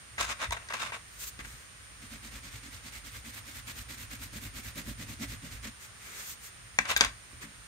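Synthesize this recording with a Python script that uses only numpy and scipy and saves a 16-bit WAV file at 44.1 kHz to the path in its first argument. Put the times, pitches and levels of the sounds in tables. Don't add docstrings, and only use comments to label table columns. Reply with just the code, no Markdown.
import sys
import numpy as np
from scipy import signal
from scipy.fft import rfft, irfft, next_fast_len
from scipy.io import wavfile

SR = 44100
rng = np.random.default_rng(int(sys.argv[2]) if len(sys.argv) > 2 else 0)


def put_to_file(sound):
    columns = np.atleast_2d(sound).T
    safe = np.clip(columns, -1, 1)
    whole_steps = np.round(safe * 32767)
    wavfile.write(sys.argv[1], SR, whole_steps.astype(np.int16))


def attenuation_scalar(level_db):
    decades = np.asarray(level_db, float) / 20
    return 10 ** decades


N = 338247

# frequency in Hz, level in dB per Hz.
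AIR_SPECTRUM = [(30, -35), (59, -9), (157, -14.5), (311, -22.5), (889, -23.5), (1160, -17.5), (1860, -16.5),
                (3000, -21), (4780, -24.5), (7090, -24), (8300, -30), (9900, -39), (12000, -35.5),
                (16000, -39)]
# time in seconds, frequency in Hz.
WHINE_PITCH = [(0, 8913), (1.1, 8909), (1.3, 8923), (2.9, 8913), (3.4, 8922), (4.7, 8931), (5.9, 8924),
               (6.2, 8912), (7.67, 8915)]
# time in seconds, level in dB.
ARM_WEIGHT = [(0.0, -64), (0.21, -46.5), (0.45, -60), (0.49, -39.5), (0.64, -59.5), (1.39, -55.5),
              (1.43, -45.5), (1.69, -60.5), (2.37, -50.5), (2.84, -53.5), (5.21, -46), (5.68, -49.5),
              (5.75, -60), (6.6, -59), (7.03, -44), (7.28, -66), (7.33, -51), (7.67, -61)]
# frequency in Hz, width in Hz, level in dB.
FRAME_MODES = [(54.8, 12.9, 4), (117.2, 14.2, -2), (86, 78, -15), (37.7, 17, -5.5)]
# frequency in Hz, width in Hz, level in dB.
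TABLE_MODES = [(216.6, 36, 3), (278, 27.6, 1), (160, 25, -1), (305, 115, -10), (566, 95, -14)]
# start in seconds, top level in dB, frame level in dB, 60 dB decay in seconds.
TABLE_THUMPS = [(0.47, -64, -52, 0.13), (3.14, -70, -49, 0.072), (5.64, -64, -49, .12),
                (1.392, -50.5, -48, 0.12), (1.47, -58.5, -56, 0.14), (1.54, -69, -50, .12),
                (6.545, -70, -55, .1), (6.787, -42.5, -53, 0.15), (6.9, -53, -58, 0.14),
                (6.966, -58, -56, 0.097), (7.01, -42, -42, 0.14), (7.05, -53, -48, 0.2),
                (7.333, -58, -49, 0.087), (7.44, -50, -61, 0.24), (7.584, -68, -50, .1)]
# loudest moment in seconds, rise in seconds, fall in seconds,
# body level in dB, edge over body in dB.
SKIN_RUBS = [(1.2, 0.2, 0.22, -66, 5.5), (1.235, 0.063, 0.034, -55, 10.5),
             (1.285, 0.048, 0.024, -60.5, 14.5), (1.403, 0.017, 0.027, -45, -8.5),
             (1.455, 0.018, 0.012, -51, -7), (1.49, 0.091, 0.096, -63.5, 4), (1.6, 0.21, 0.11, -61.5, 0),
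             (5.84, 0.08, 0.066, -57.5, 3.5), (6.1, 0.19, 0.1, -54, 0.5), (6.2, 0.11, .1, -51, 3),
             (6.305, 0.094, 0.064, -55.5, 9.5), (6.465, 0.09, 0.051, -58.5, 7), (7.33, 0.057, .04, -62, -4),
             (7.43, 0.032, 0.043, -48, -2.5)]
# frequency in Hz, level in dB per Hz.
RUB_SPECTRUM = [(180, -11), (300, -14.5), (430, -6.5), (725, -15), (1300, -4.5), (2170, -3), (2930, -11.5),
                (5500, -10), (6700, -6), (8300, -8), (9900, -10), (13000, 6.5), (16000, 3.5)]
# loudest moment in seconds, rise in seconds, body level in dB,
# edge over body in dB.
TRAY_DRAGS = [(0.208, 0.034, -32, -2.5), (.245, 0.025, -42, -2), (0.304, 0.034, -37, -3.5),
              (0.427, 0.046, -36.5, -7.5), (0.525, 0.0072, -35.5, -3.5), (.546, 0.008, -44, -11),
              (0.572, .005, -42.5, -14), (0.707, 0.012, -42, -9), (.74, 0.0093, -33, -4),
              (.755, 0.008, -42, -7), (.77, 0.015, -44.5, -5), (.815, 0.033, -38, -4),
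              (0.859, 0.029, -40.5, -5.5), (0.945, 0.031, -40, -7.5), (6.794, 0.006, -39, -10),
              (6.815, 0.015, -51, 0), (6.859, 0.013, -40.5, -13), (6.893, 0.021, -39.5, 0),
              (6.915, 0.025, -34.5, -4), (6.972, 0.008, -39, 4), (7.02, 0.016, -30.5, -7),
              (7.045, 0.02, -34, -6.5), (7.08, 0.028, -51, -4), (.272, .02, -50, -3), (.375, .04, -53, -7),
              (.62, .06, -54.5, -13), (.897, 0.01, -46, -8), (6.948, 0.011, -53, -4),
              (6.993, 0.014, -41.5, -6)]
# frequency in Hz, width in Hz, level in dB.
TRAY_MODES = [(1100, 220, 0), (1560, 200, -3), (2230, 300, -1), (2600, 250, -4), (3650, 300, -4),
              (5180, 500, -14), (6500, 800, -9)]
# frequency in Hz, level in dB per Hz.
TRAY_SPECTRUM = [(180, -41), (300, -18.5), (645, -2.5), (787, -7.5), (1100, 3), (1460, 1), (2250, -4.5),
                 (2930, -10), (6620, -13.5), (16000, -23)]
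# start in seconds, peak in dB, main ring in Hz, edge over peak in dB,
# sheen over peak in dB.
CRAYON_KNOCKS = [(0.18, -21.5, 1660, -19, -28), (0.203, -22, 1130, -15, -27), (0.453, -25, 2150, -22, -30),
                 (0.507, -17.5, 975, -10.5, -34), (0.522, -15, 970, -16, -18),
                 (0.566, -23.5, 1250, -21, -30), (0.686, -32.5, 1680, -4, -30),
                 (0.704, -28.5, 1000, -14, -30), (0.723, -18.5, 1260, -18, -30),
                 (0.735, -18.5, 1010, -11.5, -27), (0.767, -29, 2590, -9, -31), (0.92, -20, 1340, -24, -29),
                 (1.39, -32.5, 1730, -9, -27), (1.447, -34, 1800, -21, -23), (6.787, -6.5, 1880, -11, -37),
                 (6.853, -24, 1550, -12.5, -25), (6.912, -16.5, 1350, -11, -11),
                 (6.963, -11, 1680, -6, -23), (6.973, -24, 1670, -2, 2.5), (7.002, -30, 1800, -7, -16),
                 (7.008, -9, 2020, 1, -33), (7.013, -8, 1550, -14, -29), (7.047, -17.5, 1660, -3, -18)]
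# frequency in Hz, level in dB.
KNOCK_RINGS = [(650, -19), (950, -10), (1250, -16), (1600, -2.5), (1950, 0), (2300, 1), (2650, -0.5),
               (3500, 1.5), (4000, -1), (4600, -0.5), (5200, -2), (6300, 2.5), (6800, -2), (8200, 2.5),
               (10500, -22), (12000, -4.5), (13500, -1), (15000, -4)]
# middle of the way out in seconds, middle of the way back in seconds,
# scratch level in dB, table hum on the way out in dB, table hum on the way back in dB.
CRAYON_STROKES = [(2.04, 2.139, -53, -51, -50), (2.26, 2.356, -48, -52.5, -51.5),
                  (2.465, 2.554, -48, -54.5, -62.5), (2.662, 2.751, -50.5, -51, -64),
                  (2.867, 2.957, -49, -55, -63), (3.074, 3.16, -48.5, -55.5, -59),
                  (3.277, 3.364, -48, -52, -62), (3.487, 3.57, -49, -55, -62.5),
                  (3.694, 3.787, -46.5, -55, -57.5), (3.92, 4.012, -46.5, -50.5, -57),
                  (4.135, 4.232, -46.5, -49, -53.5), (4.36, 4.448, -46, -45, -51),
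                  (4.573, 4.669, -46, -48.5, -57), (4.789, 4.889, -44.5, -40.5, -45),
                  (5.017, 5.11, -47.5, -44.5, -45.5), (5.227, 5.32, -43.5, -39, -51),
                  (5.456, 5.539, -48.5, -46.5, -57)]
# frequency in Hz, level in dB per Hz.
SCRATCH_SPECTRUM = [(210, -25), (350, -12.5), (575, -4.5), (742, -8), (2170, 2.5), (2940, -5), (4000, -2.5),
                    (5600, -3), (6600, -2), (8300, -4.5), (9900, -11), (11600, -1.5), (13500, -3),
                    (16000, -5)]
# time in seconds, sheen over scratch in dB.
WAX_SHEEN = [(2.0, -10), (2.7, -12), (3.3, -6.5), (4.5, -5), (4.85, -5.5), (5.05, -8), (5.7, -10)]

BODY_TOP_HZ, EDGE_TOP_HZ = 3000, 9200


def rms_one(x):
    return x / np.sqrt(np.mean(x ** 2) + 1e-20)


def filtered(x, order, hz, kind):
    return signal.sosfilt(signal.butter(order, hz, kind, fs=SR, output="sos"), x)


def in_time(curve):
    s, value = np.transpose(curve)
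    return np.interp(np.arange(N) / SR, s, value)


def coloured(x, spectrum):
    size = next_fast_len(N)
    hz, db = np.transpose(spectrum)
    bins_hz = np.arange(size // 2 + 1) * SR / size
    gain = attenuation_scalar(np.interp(np.log(bins_hz + 1), np.log(hz), db))
    return rms_one(irfft(rfft(x, size) * gain, size)[..., :N])


def three_bands(x):
    body = filtered(x, 4, BODY_TOP_HZ, "low")
    edge = filtered(x, 4, [BODY_TOP_HZ, EDGE_TOP_HZ], "band")
    sheen = filtered(x, 4, EDGE_TOP_HZ, "high")
    return rms_one(body), rms_one(edge), rms_one(sheen)


def drift(rate_hz):
    r = np.exp(-40 * np.pi * rate_hz / SR)
    noise = rng.standard_normal(N // 20 + 4002)
    slow = signal.lfilter([1], [1, -2 * r, r * r], noise)[4000:]
    return np.interp(np.arange(N) / 20, np.arange(len(slow)), rms_one(slow))


def grains(per_s, spread_db, clump_db, channels):
    luck = rng.uniform(-1, 1, (channels, N)) * SR / per_s
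    size_db = spread_db * np.clip(-np.log(np.abs(luck) + 1e-9), 0, 3)
    catches = np.sign(luck) * attenuation_scalar(size_db) * (np.abs(luck) < 1)
    return catches * attenuation_scalar(clump_db * np.clip(drift(45), -2, 1.5))


def resonances(x, modes):
    out = 0
    for k, (hz, width_hz, db) in enumerate(modes):
        r = np.exp(-np.pi * width_hz / SR)
        zeros = [(1 - r * r) / 2, 0, (r * r - 1) / 2]
        poles = [1, -2 * r * np.cos(2 * np.pi * hz / SR), r * r]
        out = out + (-1) ** k * attenuation_scalar(db) * signal.lfilter(zeros, poles, x)
    return out


def ring(hz, t60):
    t = np.arange(round(t60 * SR)) / SR
    return np.sin(2 * np.pi * hz * t) * attenuation_scalar(-60 * t / t60)


def add(track, s, sound):
    i = round(s * SR)
    track[..., i:i + len(sound)] += sound[:N - i]


def swells(times, peaks_db, sharp):
    out = np.zeros(N)
    for (s, rise, fall), db in zip(times, peaks_db):
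        speeding = np.linspace(0, .5, round(rise * SR))
        slowing = np.linspace(.5, 1, round(fall * SR))
        turn = np.concatenate([speeding, slowing])
        add(out, s - rise, attenuation_scalar(db) * np.abs(np.sin(np.pi * turn)) ** sharp)
    return out


def sliding(times, db, edge_db, sheen_db, texture, sharp):
    body, edge, sheen = three_bands(texture)
    out = swells(times, db, sharp) * body
    out = out + swells(times, db + edge_db, sharp + 0.12) * edge
    return out + swells(times, db + sheen_db, sharp + 0.3) * sheen


def spread_out(texture, lag, alike_hz, shared_db):
    shared, *own = texture
    bass = filtered(shared, 2, alike_hz, "low")
    treble = filtered(attenuation_scalar(shared_db) * shared + np.array(own), 2, alike_hz, "high")
    left, right = bass + treble / np.sqrt(1 + attenuation_scalar(2 * shared_db))
    return np.array([left, np.roll(right, lag)])


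def room():
    air = spread_out(rng.standard_normal((3, N)), lag=0, alike_hz=100, shared_db=-21)
    hiss = attenuation_scalar(-52.5) * coloured(air, AIR_SPECTRUM)
    waver_hz = 7 * drift(18)
    turn = 2 * np.pi * np.cumsum(in_time(WHINE_PITCH) + waver_hz) / SR
    whine_db = np.array([[-71], [-55]]) + 0.93 * drift(23)
    whine = np.sqrt(2) * np.sin(turn + [[.6], [0]]) * attenuation_scalar(whine_db)
    return hiss + whine


def rocking():
    late_s, half_s = 0.005, 0.055
    tugs = [(back_s + late_s, half_s, half_s) for _, back_s, *_ in CRAYON_STROKES]
    return in_time(ARM_WEIGHT) + 5.5 * (swells(tugs, np.zeros(len(tugs)), 1.8) - 0.3)


def frame():
    shared, *own = rng.standard_normal((3, N))
    shaken = resonances(shared + 0.27 * np.array(own), FRAME_MODES)
    shaken = resonances(shaken, [(66, 200, 0)])
    return attenuation_scalar(rocking()) * rms_one(shaken)


def table_hum():
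    shared, *own = grains(1400, 1.3, 0.75, channels=3)
    return rms_one(resonances(shared + 0.14 * np.array(own), TABLE_MODES)) * attenuation_scalar([[-.8], [.8]])


def thumps():
    out = np.zeros(N)
    for s, top_db, frame_db, t60 in TABLE_THUMPS:
        for modes, db in (TABLE_MODES, top_db), (FRAME_MODES[:2], frame_db):
            for hz, _, mode_db in modes:
                add(out, s, attenuation_scalar(db + mode_db) * ring(hz, t60))
    return out


def rubs():
    skin = spread_out(grains(20000, 2.0, 0.86, channels=3), lag=4, alike_hz=470, shared_db=-13.0)
    rows = np.array(SKIN_RUBS)
    db, edge_db = rows[:, 3:].T
    sheen_db = -7.5 + 1.67 * edge_db
    return attenuation_scalar(2.5) * sliding(rows[:, :3], db, edge_db, sheen_db, coloured(skin, RUB_SPECTRUM), 2.3)


def drags(hum):
    rough = spread_out(grains(2200, 4.1, 1.67, channels=3), lag=8, alike_hz=1230, shared_db=-7.0)
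    modes = sum(attenuation_scalar(4.3 * drift(4.5)) * resonances(rough, [mode]) for mode in TRAY_MODES)
    texture = coloured(rough, TRAY_SPECTRUM) + 0.61 * rms_one(modes)
    s, rise, db, edge_db = np.transpose(TRAY_DRAGS)
    fall = 0.011 + 1.08 * rise
    times = np.transpose([s, rise, fall])
    scrape = sliding(times, db, edge_db, -12 + 1.2 * edge_db, texture, 1.66)
    return attenuation_scalar([[2.5], [1.5]]) * scrape + swells(times, db - 24, 0.73) * hum


def knocks():
    out = np.zeros((2, N))
    luck = rng.standard_normal((len(CRAYON_KNOCKS), len(KNOCK_RINGS), 4))
    bounces = rng.random((len(CRAYON_KNOCKS), 3))
    for (s, db, main_hz, edge_db, sheen_db), draws, bounce in zip(CRAYON_KNOCKS, luck, bounces):
        delays_s = np.cumsum(.0008 + .0014 * bounce)
        touches = [(0, 0), *zip(delays_s, (-6, -8, -12))]    # (delay s, dB)
        for (hz, mode_db), (left, right, tune, late) in zip(KNOCK_RINGS, draws):
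            body_db = -12 * min(abs(np.log2(hz / main_hz)), 1.3)
            bands_db = (body_db, edge_db + 1.0, sheen_db + 10.5)
            band_db = bands_db[np.searchsorted((BODY_TOP_HZ, EDGE_TOP_HZ), hz)]
            t60 = 0.032 * (1500 / hz) ** 1.09
            sound = attenuation_scalar(db + mode_db + band_db - 7.0) * ring(hz * (1 + 0.018 * tune), t60)
            sides = attenuation_scalar([1.3 + 1.5 * left, -1.3 + 1.5 * right])
            for delay, touch_db in touches:
                start = s + .0006 + .0004 * abs(late) + delay
                add(out[0], start, attenuation_scalar(touch_db) * sides[0] * sound)
                add(out[1], start + 8 / SR, attenuation_scalar(touch_db) * sides[1] * sound)
    return out


def tray(hum):
    return drags(hum) + filtered(knocks(), 2, 450, "high")


def strokes():
    out_s, back_s, db, out_hum_db, back_hum_db = np.transpose(CRAYON_STROKES)
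    last_s, last_db, last_hum_db = 5.662, -45, -44.5
    s = np.r_[out_s, last_s, back_s]
    back = np.arange(len(s)) > len(db)
    length_s = np.where(back, 0.11, 0.088)
    back_db = -48.5 + 0.47 * (db - db.mean())
    scratch_db = np.r_[db, last_db, back_db]
    sheen_db = np.interp(s, *np.transpose(WAX_SHEEN)) + 2.2 * back
    hum_db = np.r_[out_hum_db, last_hum_db, back_hum_db]
    return np.transpose([s, 0.48 * length_s, 0.51 * length_s]), scratch_db, sheen_db, hum_db


def scribble(hum):
    times, db, sheen_db, hum_db = strokes()
    tooth = spread_out(grains(14000, 4.4, 1.9, channels=3), lag=1, alike_hz=530, shared_db=-5.5)
    body, edge, sheen = three_bands(coloured(tooth, SCRATCH_SPECTRUM))
    patchy = attenuation_scalar(-5.0 + 1.04 * drift(22)) * body + attenuation_scalar(-5.0 + 0.61 * drift(28)) * edge
    scratch = swells(times, db, 0.98) * patchy + swells(times, db + sheen_db - 0.5, 1.1) * sheen
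    return attenuation_scalar(3.0) * scratch * attenuation_scalar([[-.7], [.7]]) + swells(times, hum_db, 1.44) * hum


def in_room(x, room_db):
    t = np.arange(round(.3 * SR)) / SR
    tail = filtered(rng.standard_normal((2, len(t))), 1, [300, 6000], "band")
    tail = tail * attenuation_scalar(room_db - 60 * t / 0.22) * (t > .003)
    return x + signal.fftconvolve(x, tail, axes=1)[:, :N]


def scene():
    hum = table_hum()
    close = rubs() + thumps() + tray(hum) + scribble(hum)
    return room() + frame() + in_room(close, -37.5)


def roll_off(x):
    return signal.sosfilt(signal.butter(12, 16520, fs=SR, output="sos"), x)


def record(dry):
    cut = signal.sosfilt(signal.cheby2(18, 45, 15940, fs=SR, output="sos"), dry)
    cut = filtered(cut, 4, 38, "high")
    return roll_off(np.clip(cut, -1, 1))


dry = scene()
out = record(dry)
put_to_file(out)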